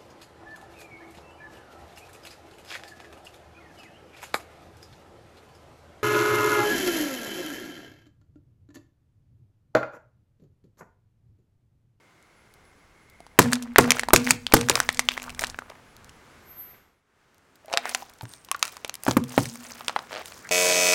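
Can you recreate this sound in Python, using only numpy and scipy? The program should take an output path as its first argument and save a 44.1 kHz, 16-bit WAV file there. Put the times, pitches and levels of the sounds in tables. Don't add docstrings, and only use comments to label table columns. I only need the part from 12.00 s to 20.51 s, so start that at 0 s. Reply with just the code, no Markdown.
import sys
import numpy as np
from scipy import signal
from scipy.fft import rfft, irfft
from scipy.io import wavfile
from scipy.ndimage import uniform_filter1d

SR = 44100
rng = np.random.default_rng(int(sys.argv[2]) if len(sys.argv) > 2 else 0)


def wav_out(sig):
    wavfile.write(sys.argv[1], SR, np.round(np.clip(np.atleast_2d(sig).T, -1, 1) * 32767).astype(np.int16))


N = 375291

# (t/s, thud level/dB, thud f/Hz, tearing level/dB, tearing length/ms,
# tyre shudder level re thud/dB, push of air level/dB)
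BURSTS = [(1.389, -2.5, 376, -2, 4.8, -12.5, -29), (1.783, 0, 411, -2.5, 5, -15.5, -14),
          (2.1333, -3, 377, -1.5, 5.3, -16.5, -9), (2.306, -25.5, 128, -16.5, 5.8, -4, -33),
          (2.537, -2.5, 323, -2.5, 6.4, -14, -5.5), (2.698, -17, 398, -21, 5.5, -11, -36),
          (6.231, -28, 117, -47, 9.8, -13.5, -42), (7.08, -12, 255, -27.5, 4.2, -11.5, -39),
          (7.168, -8.5, 246, -24.5, 7.7, -13.5, -36), (7.378, -10, 270, -27, 8, -12, -45)]
# (f/Hz, level/dB, t60/s)
CARCASS_MODES = [(91, -11.5, 0.2), (126.3, -7, 0.36), (170, -2, 0.14), (271.6, -3.5, 0.18), (918, 9, 0.026)]
PUSH_S = 0.0028
# (t/s, peak level/dB, ring f/Hz, treble level re peak/dB)
SNAPS = [(1.204, -36, 690, -3.5), (1.266, -37.5, 900, -2), (1.4173, -14, 1630, -8), (1.525, -12, 1660, -11),
         (1.5318, -8.5, 1660, 5.5), (1.5552, -19, 3740, -4.5), (1.6243, -28, 3120, 6),
         (1.76, 0.5, 1860, -36.5), (1.8426, -14.5, 1900, -17), (1.906, 1, 2460, 1),
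         (1.9188, -0.5, 2260, -1), (1.9687, -18, 1440, -34.5), (1.9951, -6, 2100, -5.5),
         (2.0342, -12, 1780, -11), (2.0864, -11, 950, -6.5), (2.106, -12.5, 1250, -23.5),
         (2.1613, 5, 2580, 1.5), (2.267, -18.5, 2200, 0), (2.273, -8, 1940, -20), (2.2953, -24, 2020, 4.5),
         (2.3073, 2.5, 2470, 4), (2.4669, -9, 3300, -27.5), (2.523, -10, 2330, -6.5),
         (2.567, -11.5, 2050, -1.5), (2.6119, -16, 2700, 3), (2.6868, -10, 1630, -3),
         (2.697, -5.5, 2370, 6), (2.7148, -13, 2600.0, -17.5), (2.755, -1, 4730, -24.5),
         (2.7765, -23, 3470, -13.5), (2.8021, -4, 1540, 1.5), (2.8904, -2, 1940, -8.5),
         (2.9457, -21, 5260, -12.5), (2.9722, -22, 4600, -5.5), (2.9936, -2, 2100, -0.5),
         (3.0879, 0.5, 3040, -27.5), (3.1099, -19.5, 2400, -22), (3.118, -18, 2530, -11),
         (3.139, -23, 3470, -15), (3.1695, -25, 1720, -18.5), (3.177, -14, 2020, -14),
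         (3.199, -25, 2620, -10), (3.2203, -24, 2400, -5), (3.24, -28.5, 1640, 1),
         (3.295, -23.5, 2370, -5.5), (3.3033, -25, 2670, -4), (3.3478, -35, 1650, 7.5),
         (3.3932, -16, 2140, 3), (3.4315, -23, 3600, -2), (3.4386, -9.5, 1780, -6.5),
         (3.445, -13, 2840, -13), (3.469, -22.5, 4800, 3.5), (3.499, -30, 3740, 8.5),
         (3.5449, -25.5, 1650, -26), (3.5886, -16, 1480, -13.5), (3.621, -27, 1220, -35),
         (3.7, -35.5, 2190, 2), (4.094, -35, 2920, -4.5)]
TUB_T60_S, TICK_T60_S = 0.0087, 0.0076
# (t/s, click peak level/dB, click centre f/Hz, shell ring level re click/dB)
BUCKLES = [(5.646, -46.5, 1950, 2), (5.682, -38.5, 2010, 4.5), (5.7157, -45.5, 1690, 18.5),
           (5.728, -16.5, 2800, -15), (5.7378, -11, 1980, -8.5), (5.7734, -2.5, 2620, -17.5),
           (5.8552, -13.5, 1720, -17), (5.8934, -17, 5500, -19), (5.914, -29, 1970.0, -7),
           (5.9479, -7.5, 3400, -15), (6.0226, -36.5, 2330, 7), (6.21, -26.5, 1790, -6.5),
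           (6.254, -30.5, 2600, -11.5), (6.337, -27, 4640, -20.5), (6.487, -35, 2620, -3),
           (6.5146, -5, 5800, -12.5), (6.5461, -23, 2380, 2), (6.6274, -2, 3700, -15),
           (6.653, -18, 5070, -16), (6.6788, -22.5, 4580, -15), (6.7683, -25.5, 5200, -7),
           (6.8472, -14.5, 3340, -7.5), (6.8955, -13.5, 3620, -20), (6.9414, -19.5, 6600, -34),
           (6.9536, -20.5, 6930, -40), (7.0356, -19, 6900, -23), (7.0656, -18.5, 1820, 2),
           (7.0846, -17.5, 4750, 0), (7.1106, -11, 3780, -6), (7.239, -24, 5800, -22),
           (7.3784, -12.5, 1880, 4), (7.456, -19, 5000, -33), (7.5563, -26, 5600.0, -8.5),
           (7.8081, -32, 2220.0, 5.5), (7.8467, -31, 5000, -10), (7.882, -7.5, 4060, -12),
           (7.8953, -17.5, 2550, -1.5), (7.9624, -17, 1720, 5.5), (7.9905, -21.5, 2800, -5),
           (8.2576, -23.5, 5700, -31), (8.3213, -26.5, 2820, -32), (8.491, -22, 3330, -16)]
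# (t/s, f/Hz, t60/s)
CAN_SHELL = [(5.599, 617, 0.068), (5.78, 698, 0.074), (6.02, 797, 0.038), (6.499, 1064, 0.03),
             (6.65, 1374, 0.019), (6.849, 786, 0.006), (7.9, 1030, 0.0059)]
# (f/Hz, level re click/dB, t60/s)
CAN_END_MODES = [(2390, -14.5, 0.046), (4730, -17, 0.018)]
# (t/s, jerk rate/(1/s), gain level/dB)
CREAK = [(8.122, 82, -24), (8.16, 106, -21), (8.185, 198, -29), (8.215, 470, -34), (8.23, 280, -47)]
# (peak t/s, crunch level/dB, wet fizz level/dB, decay/(dB/s))
SQUEEZES = [(1.43, -36.5, -58, 65), (1.88, -30.5, -48, 190), (1.96, -35, -45.5, 200), (2.17, -62, -52, 64),
            (2.29, -34, -36.5, 300), (2.56, -34, -46, 125), (2.762, -30, -37, 189), (2.9, -56, -53.5, 30),
            (3.12, -52, -54, 47), (3.422, -39.5, -47.5, 168), (3.7, -48, -68.5, 168.5),
            (5.729, -42, -55, 52), (5.9, -46.5, -47, 83), (6.31, -61, -57.5, 109.5),
            (6.65, -44.5, -46, 128), (7.095, -41, -37, 291), (7.303, -45, -46, 81), (7.39, -49, -38.5, 75),
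            (7.649, -47, -48.5, 34), (8.13, -39.5, -48, 96), (8.27, -56, -52.5, 36)]
# (low f/Hz, high f/Hz, share of fizz 0-1, relative level/dB); band() caps the high edge
GRAINS = [(454, 1250, 0, -0.5), (1300, 2500, 0.06, -2.5), (2600, 4400, 0.7, -5), (4500, 6900, 1, -1),
          (7000, 10000, 1, -4), (10100, 42000, 0.92, -3.5)]
BUILD_UP_DB_PER_S = 328.5
# (t/s, level/dB of each mode)
HUM_LEVELS = [(1.39, -28.5, -31, -30), (1.78, -36, -25, -28.5), (1.91, -46, -39.5, -44.5),
              (2.13, -35, -27, -30.5), (2.3, -47.5, -48, -46), (2.53, -41, -32.5, -27),
              (2.69, -48, -46, -35), (2.951, -59, -44, -50), (5.769, -63, -52.5, -52),
              (6.03, -78, -75.5, -80), (7.07, -59, -36, -38), (7.17, -31.5, -39, -40),
              (7.23, -60, -44.5, -48), (7.38, -43, -47.5, -47), ]
# (f/Hz, t60/s, waver/Hz)
AIR_MODES = [(234, 1.4, 3.0), (247.4, 2.1, 3.), (475.6, 0.5, 9.)]
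HUM_SLEW_S = 0.035
# (peak t/s, level/dB, decay/(dB/s), centre f/Hz, width f/Hz)
RASPS = [(.98, -66, 12, 2130, 150), (3.278, -38, 500, 1000, 800), (6.315, -52, 140, 8700, 800),
         (8.464, -39, 700, 1625, 560)]
# (peak t/s, level/dB, decay/(dB/s))
SQUEAK = [(4.515, -46, 400), (4.6, -38.5, 150), (4.71, -50, 330)]
SQUEAK_HZ = 12283.0
# (t/s, peak level/dB)
GRIT = [(.5392, -40), (1.099, -41), (1.5185, -22), (2.2446, -25), (2.9273, -25.5), (3.229, -26),
        (3.41, -20), (5.3448, -48), (5.5586, -46), (5.6586, -39), (6.097, -38), (6.1364, -37), (6.221, -36),
        (6.2926, -37), (6.4478, -33), (6.5625, -32.5), (6.594, -30), (6.7234, -34), (6.878, -31),
        (7.0512, -28), (7.3435, -31)]
# (t/s, air level/dB, wind rumble level/dB)
AIR_LEVELS = [(0, -60, -76), (.6, -59, -68), (1.3, -59.5, -57), (3.6, -56, -57), (4.0, -54.5, -59.5),
              (4.4, -53, -63), (4.75, -55.5, -67.5), (5.03, -74, -86.5), (5.2, -64.5, -75.5),
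              (5.6, -60.5, -76.5), (7.0, -56, -70.5), (8.51, -51.5, -100)]
# (f/Hz, density level/dB per Hz)
AIR_SPECTRUM = [(41, -14), (70, -1.5), (274, -5), (394, -4.5), (593, -8.5), (853, -8), (1470, -7.5),
                (3820, -20), (7060, -23), (16000, -36.5)]
# (f/Hz, width f/Hz, level re air/dB in the first scene, the same in the second)
WHINES = [(2120, 190, -12.5, -25.5), (10540, 12, -24.5, -52)]
SECOND_SCENE_S = 5.03
YARD_T60_S, YARD_DB, YARD_HZ = 0.27, -25.5, 4800
TOP_HZ = 16350


def undb(db):
    return 10 ** (np.asarray(db) / 20)


def unit(x):
    return x / np.sqrt(np.mean(x ** 2))


def peak(x, db):
    return x * undb(db) / abs(x).max()


def band(x, lo_hz, hi_hz):
    edges = [lo_hz, min(hi_hz, .45 * SR)]
    return signal.sosfilt(signal.butter(2, edges, "band", fs=SR, output="sos"), x)


def fade(s, t60):
    return np.exp(-np.log(1000) * s / t60)


def sine(hz, s):
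    return np.sin(2 * np.pi * hz * s)


def add(track, at_s, sound):
    i = int(at_s * SR)
    track[i:i + len(sound)] += sound[:N - i]


def walk(rate):
    k = int(SR / rate)
    steps = np.repeat(rng.standard_normal(N // k + 1), k)
    return uniform_filter1d(uniform_filter1d(steps, k), k)[:N]


def curve(table, column):
    s, rows = np.arange(N) / SR, np.array(table)
    out = np.full(N, -120.0)
    on = (s >= rows[0, 0]) & (s <= rows[-1, 0])
    out[on] = np.interp(s[on], rows[:, 0], rows[:, column])
    return uniform_filter1d(out, 441)


def swells(at_s, db, fall):
    s = np.arange(0, N + 100, 100)[:, None] / SR
    late = s - np.asarray(at_s)
    level = db - np.where(late > 0, late * fall, -late * BUILD_UP_DB_PER_S)
    total = 10 * np.log10(np.sum(undb(2 * level), axis=1) + 1e-14)
    return np.interp(np.arange(N) / SR, s[:, 0], total)


def ragged(noise, count=90):
    return np.repeat(np.minimum(noise[::count] ** 2, 3), count)[:len(noise)]


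def click(noise, s, hz, t60, below=.45, above=2.2):
    crumble = 0.089 * ragged(noise) * fade(s, 7.9 * t60)
    return band(noise * (fade(s, t60) + crumble), below * hz, above * hz)


def tone(hz, db, waver=0.):
    phase = 2 * np.pi * np.cumsum(hz + waver * walk(22)) / SR
    return np.sqrt(2) * undb(db) * np.sin(phase)


def bursts():
    out, s = np.zeros(N), np.arange(SR // 2) / SR
    noises = rng.standard_normal((len(BURSTS), 2, len(s)))
    for (at_s, db, hz, tear_db, tear_ms, shudder_db, push_db), noise in zip(BURSTS, noises):
        rough = hz / 309.0 * unit(band(noise[0], .5 * hz, 4.46 * hz)) * fade(s, 0.045)
        thud = fade(s, 15.0 / hz) * sine(hz, s) + rough
        shudder = np.zeros(len(s))
        for f, level_db, t60 in CARCASS_MODES:
            mode_tone = np.sin(2 * np.pi * (f * s + rng.random()))
            mode_noise = 1.3 * unit(band(noise[1], .8 * f, 1.2 * f))
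            shudder += undb(level_db) * fade(s, t60) * (mode_tone + mode_noise)
        shudder *= 1 - fade(s, 0.033)
        push = (1 - s / PUSH_S / 2) * s / PUSH_S * np.exp(1 - s / PUSH_S)
        hold = np.exp(-(1e3 * s / tear_ms) ** 3) * (1 - fade(s, .004))
        splash = (0.16 * fade(s, 0.12) + 0.011 * fade(s, 0.62)) * (0.68 + 0.47 * ragged(noise[0]))
        tear = unit(band(noise[1], 1400, 16000) + 3.0 * band(noise[1], 780, 1900)) * hold
        tear += unit(band(noise[0], 1200, 8700)) * splash
        body = undb(db) * band(thud + undb(shudder_db) * shudder, 63.0, 13000)
        add(out, at_s, body + undb(tear_db) * tear + undb(push_db) * push)
    return out


def snaps():
    out, s = np.zeros(N), np.arange(3072) / SR
    noises = rng.standard_normal((len(SNAPS), 2, len(s)))
    for (at_s, db, hz, treble_db), noise in zip(SNAPS, noises):
        wall = click(noise[0], s, hz, TUB_T60_S, above=1.7)
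        wall += 1.7 * fade(s, 13.0 / hz) * sine(hz, s)
        panel_hz = hz * 2 ** np.tanh(noise[1, -1])
        wall += .5 * fade(s, 0.0069) * sine(panel_hz, s)
        tick = click(noise[1], s, 5200.0, TICK_T60_S, below=0.58, above=1.78)
        add(out, at_s, peak(band(wall, 0.17 * hz, 14000), db) + peak(tick, db + treble_db))
    return out


def buckles():
    out, s = np.zeros(N), np.arange(4096) / SR
    when, pitch, decay = np.transpose(CAN_SHELL)
    noises = rng.standard_normal((len(BUCKLES), 2, len(s)))
    for (at_s, db, hz, ring_db), noise in zip(BUCKLES, noises):
        shell_hz = np.interp(at_s, when, pitch)
        shell_t60 = np.interp(at_s, when, decay)
        dent_hz = shell_hz * (1 + 0.188 * noise[0, -1])
        modes = sine(shell_hz, s) + 0.66 * sine(dent_hz, s)
        ring = fade(s, shell_t60) * modes * (1 - fade(s, 0.0031))
        ring += click(noise[1], s, shell_hz, 0.028, below=0.58, above=1.48)
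        snap = click(noise[0], s, hz, 0.0063, below=0.28, above=1.86)
        for f, level_db, t60 in CAN_END_MODES:
            snap += undb(level_db) * click(noise[1], s, f, t60, below=0.96, above=1.022)
        add(out, at_s, peak(snap, db) + peak(ring, db + ring_db))
    return out


def creak():
    s = np.arange(N) / SR
    when, jerks, _ = np.transpose(CREAK)
    rate = np.interp(s, when, jerks) * (s >= when[0])
    cycle = (np.cumsum(rate) / SR + .38) % 1
    since = cycle / np.maximum(rate, 1)
    rasp = (fade(since, .006) + .03) * (2.5 + rng.standard_normal(N))
    return undb(curve(CREAK, 2)) * (band(rasp, 1000, 4200) + 0.9 * band(rasp, 560, 1000))


def breaks(rate=150., scatter_db=5.5):
    strength = undb(scatter_db * np.minimum(rng.exponential(size=N), 3.0))
    hits = (rng.random(N) < rate / SR) * strength
    return signal.fftconvolve(hits, fade(np.arange(400) / SR, 0.0088))[:N]


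def crackle(squirt_db=5.5):
    at_s, crunch, fizz, fall = np.transpose(SQUEEZES)
    crunch_db, fizz_db = swells(at_s, crunch, fall), swells(at_s, fizz, fall)
    wide, squirts, out = breaks(), walk(40), np.zeros(N)
    for lo_hz, hi_hz, share, db in GRAINS:
        hiss = .27 * undb(squirt_db * (squirts + walk(25)))
        shake = unit(0.57 * wide + breaks()) + hiss
        level_db = db + (1 - share) * crunch_db + share * fizz_db
        out += undb(level_db) * unit(band(shake * rng.standard_normal(N), lo_hz, hi_hz))
    return out


def tyre_hum():
    s, rows, out = np.arange(N) / SR, np.array(HUM_LEVELS), np.zeros(N)
    last = np.searchsorted(rows[:, 0], s) - 1
    slew = int(HUM_SLEW_S * SR)
    for (hz, t60, waver), db in zip(AIR_MODES, rows[:, 1:].T):
        level = np.where(last < 0, -120, db[last] - 60 * (s - rows[last, 0]) / t60)
        gain = uniform_filter1d(undb(level), slew, origin=int(HUM_SLEW_S * SR / 2) - 1)
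        out += gain * tone(hz, 3.3 * walk(16), waver=waver)
    return out


def rasps():
    out = np.zeros(N)
    for at_s, db, fall, hz, width in RASPS:
        noise = rng.standard_normal((2, N))
        bits = noise[0] * (0.7 + ragged(noise[1]))
        out += undb(swells([at_s], db, [fall])) * unit(band(bits, hz - width / 2, hz + width / 2))
    return out


def brake_squeak():
    return tone(SQUEAK_HZ, swells(*np.transpose(SQUEAK)), waver=6.0)


def ticks(rate=4.4, ticks_db=-18.5):
    hits = (rng.random(N) < rate / SR) * rng.random(N) ** 2
    envelope = signal.fftconvolve(hits, fade(np.arange(300) / SR, .004))[:N]
    out = unit(band(envelope * rng.standard_normal(N), 3500, 12000))
    out = out * undb(curve(AIR_LEVELS, 1) + ticks_db)
    s = np.arange(1024) / SR
    for (at_s, db), noise in zip(GRIT, rng.standard_normal((len(GRIT), len(s)))):
        add(out, at_s, peak(click(noise, s, 6500., TICK_T60_S), db))
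    return out


def air():
    hz, db = np.transpose(AIR_SPECTRUM)
    f = np.maximum(np.fft.rfftfreq(N, 1 / SR), 1)
    colour, out = undb(np.interp(np.log(f), np.log(hz), db)), np.zeros(N)
    for centre in np.arange(5.5, 14.5, .75):
        window = np.maximum(1 - abs(np.log2(f) - centre) / .75, 0) ** .5
        noise = irfft(rfft(rng.standard_normal(N)) * colour * window, N)
        out += undb(0.42 * walk(9.1)) * noise
    out = unit(out)
    for whine_hz, width, first_db, second_db in WHINES:
        level = np.where(np.arange(N) < SECOND_SCENE_S * SR, first_db, second_db)
        whine = unit(band(rng.standard_normal(N), whine_hz - width / 2, whine_hz + width / 2))
        out += undb(level + 3.8 * walk(2.1)) * whine
    wind = undb(6.6 * walk(3.9)) * unit(band(rng.standard_normal(N), 8.5, 110))
    return out * undb(curve(AIR_LEVELS, 1)) + wind * undb(curve(AIR_LEVELS, 2))


def yard(x):
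    s = np.arange(int(.6 * SR)) / SR
    echo = band(rng.standard_normal(len(s)), 220, YARD_HZ)
    echo *= fade(s, YARD_T60_S) * (1 - fade(s, 0.045))
    return signal.fftconvolve(x, undb(YARD_DB) * echo / np.sqrt(np.sum(echo ** 2)))[:N]


def scene():
    hits = bursts() + snaps() + buckles() + creak()
    contact = crackle() + tyre_hum() + rasps() + brake_squeak() + ticks()
    return (hits + yard(hits) + contact + air())[None]


def record(dry):
    clipped = np.clip(dry, -.88, .88)
    return signal.sosfilt(signal.ellip(10, .2, 80, TOP_HZ, fs=SR, output="sos"), clipped)


dry = scene()
out = record(dry)
wav_out(out)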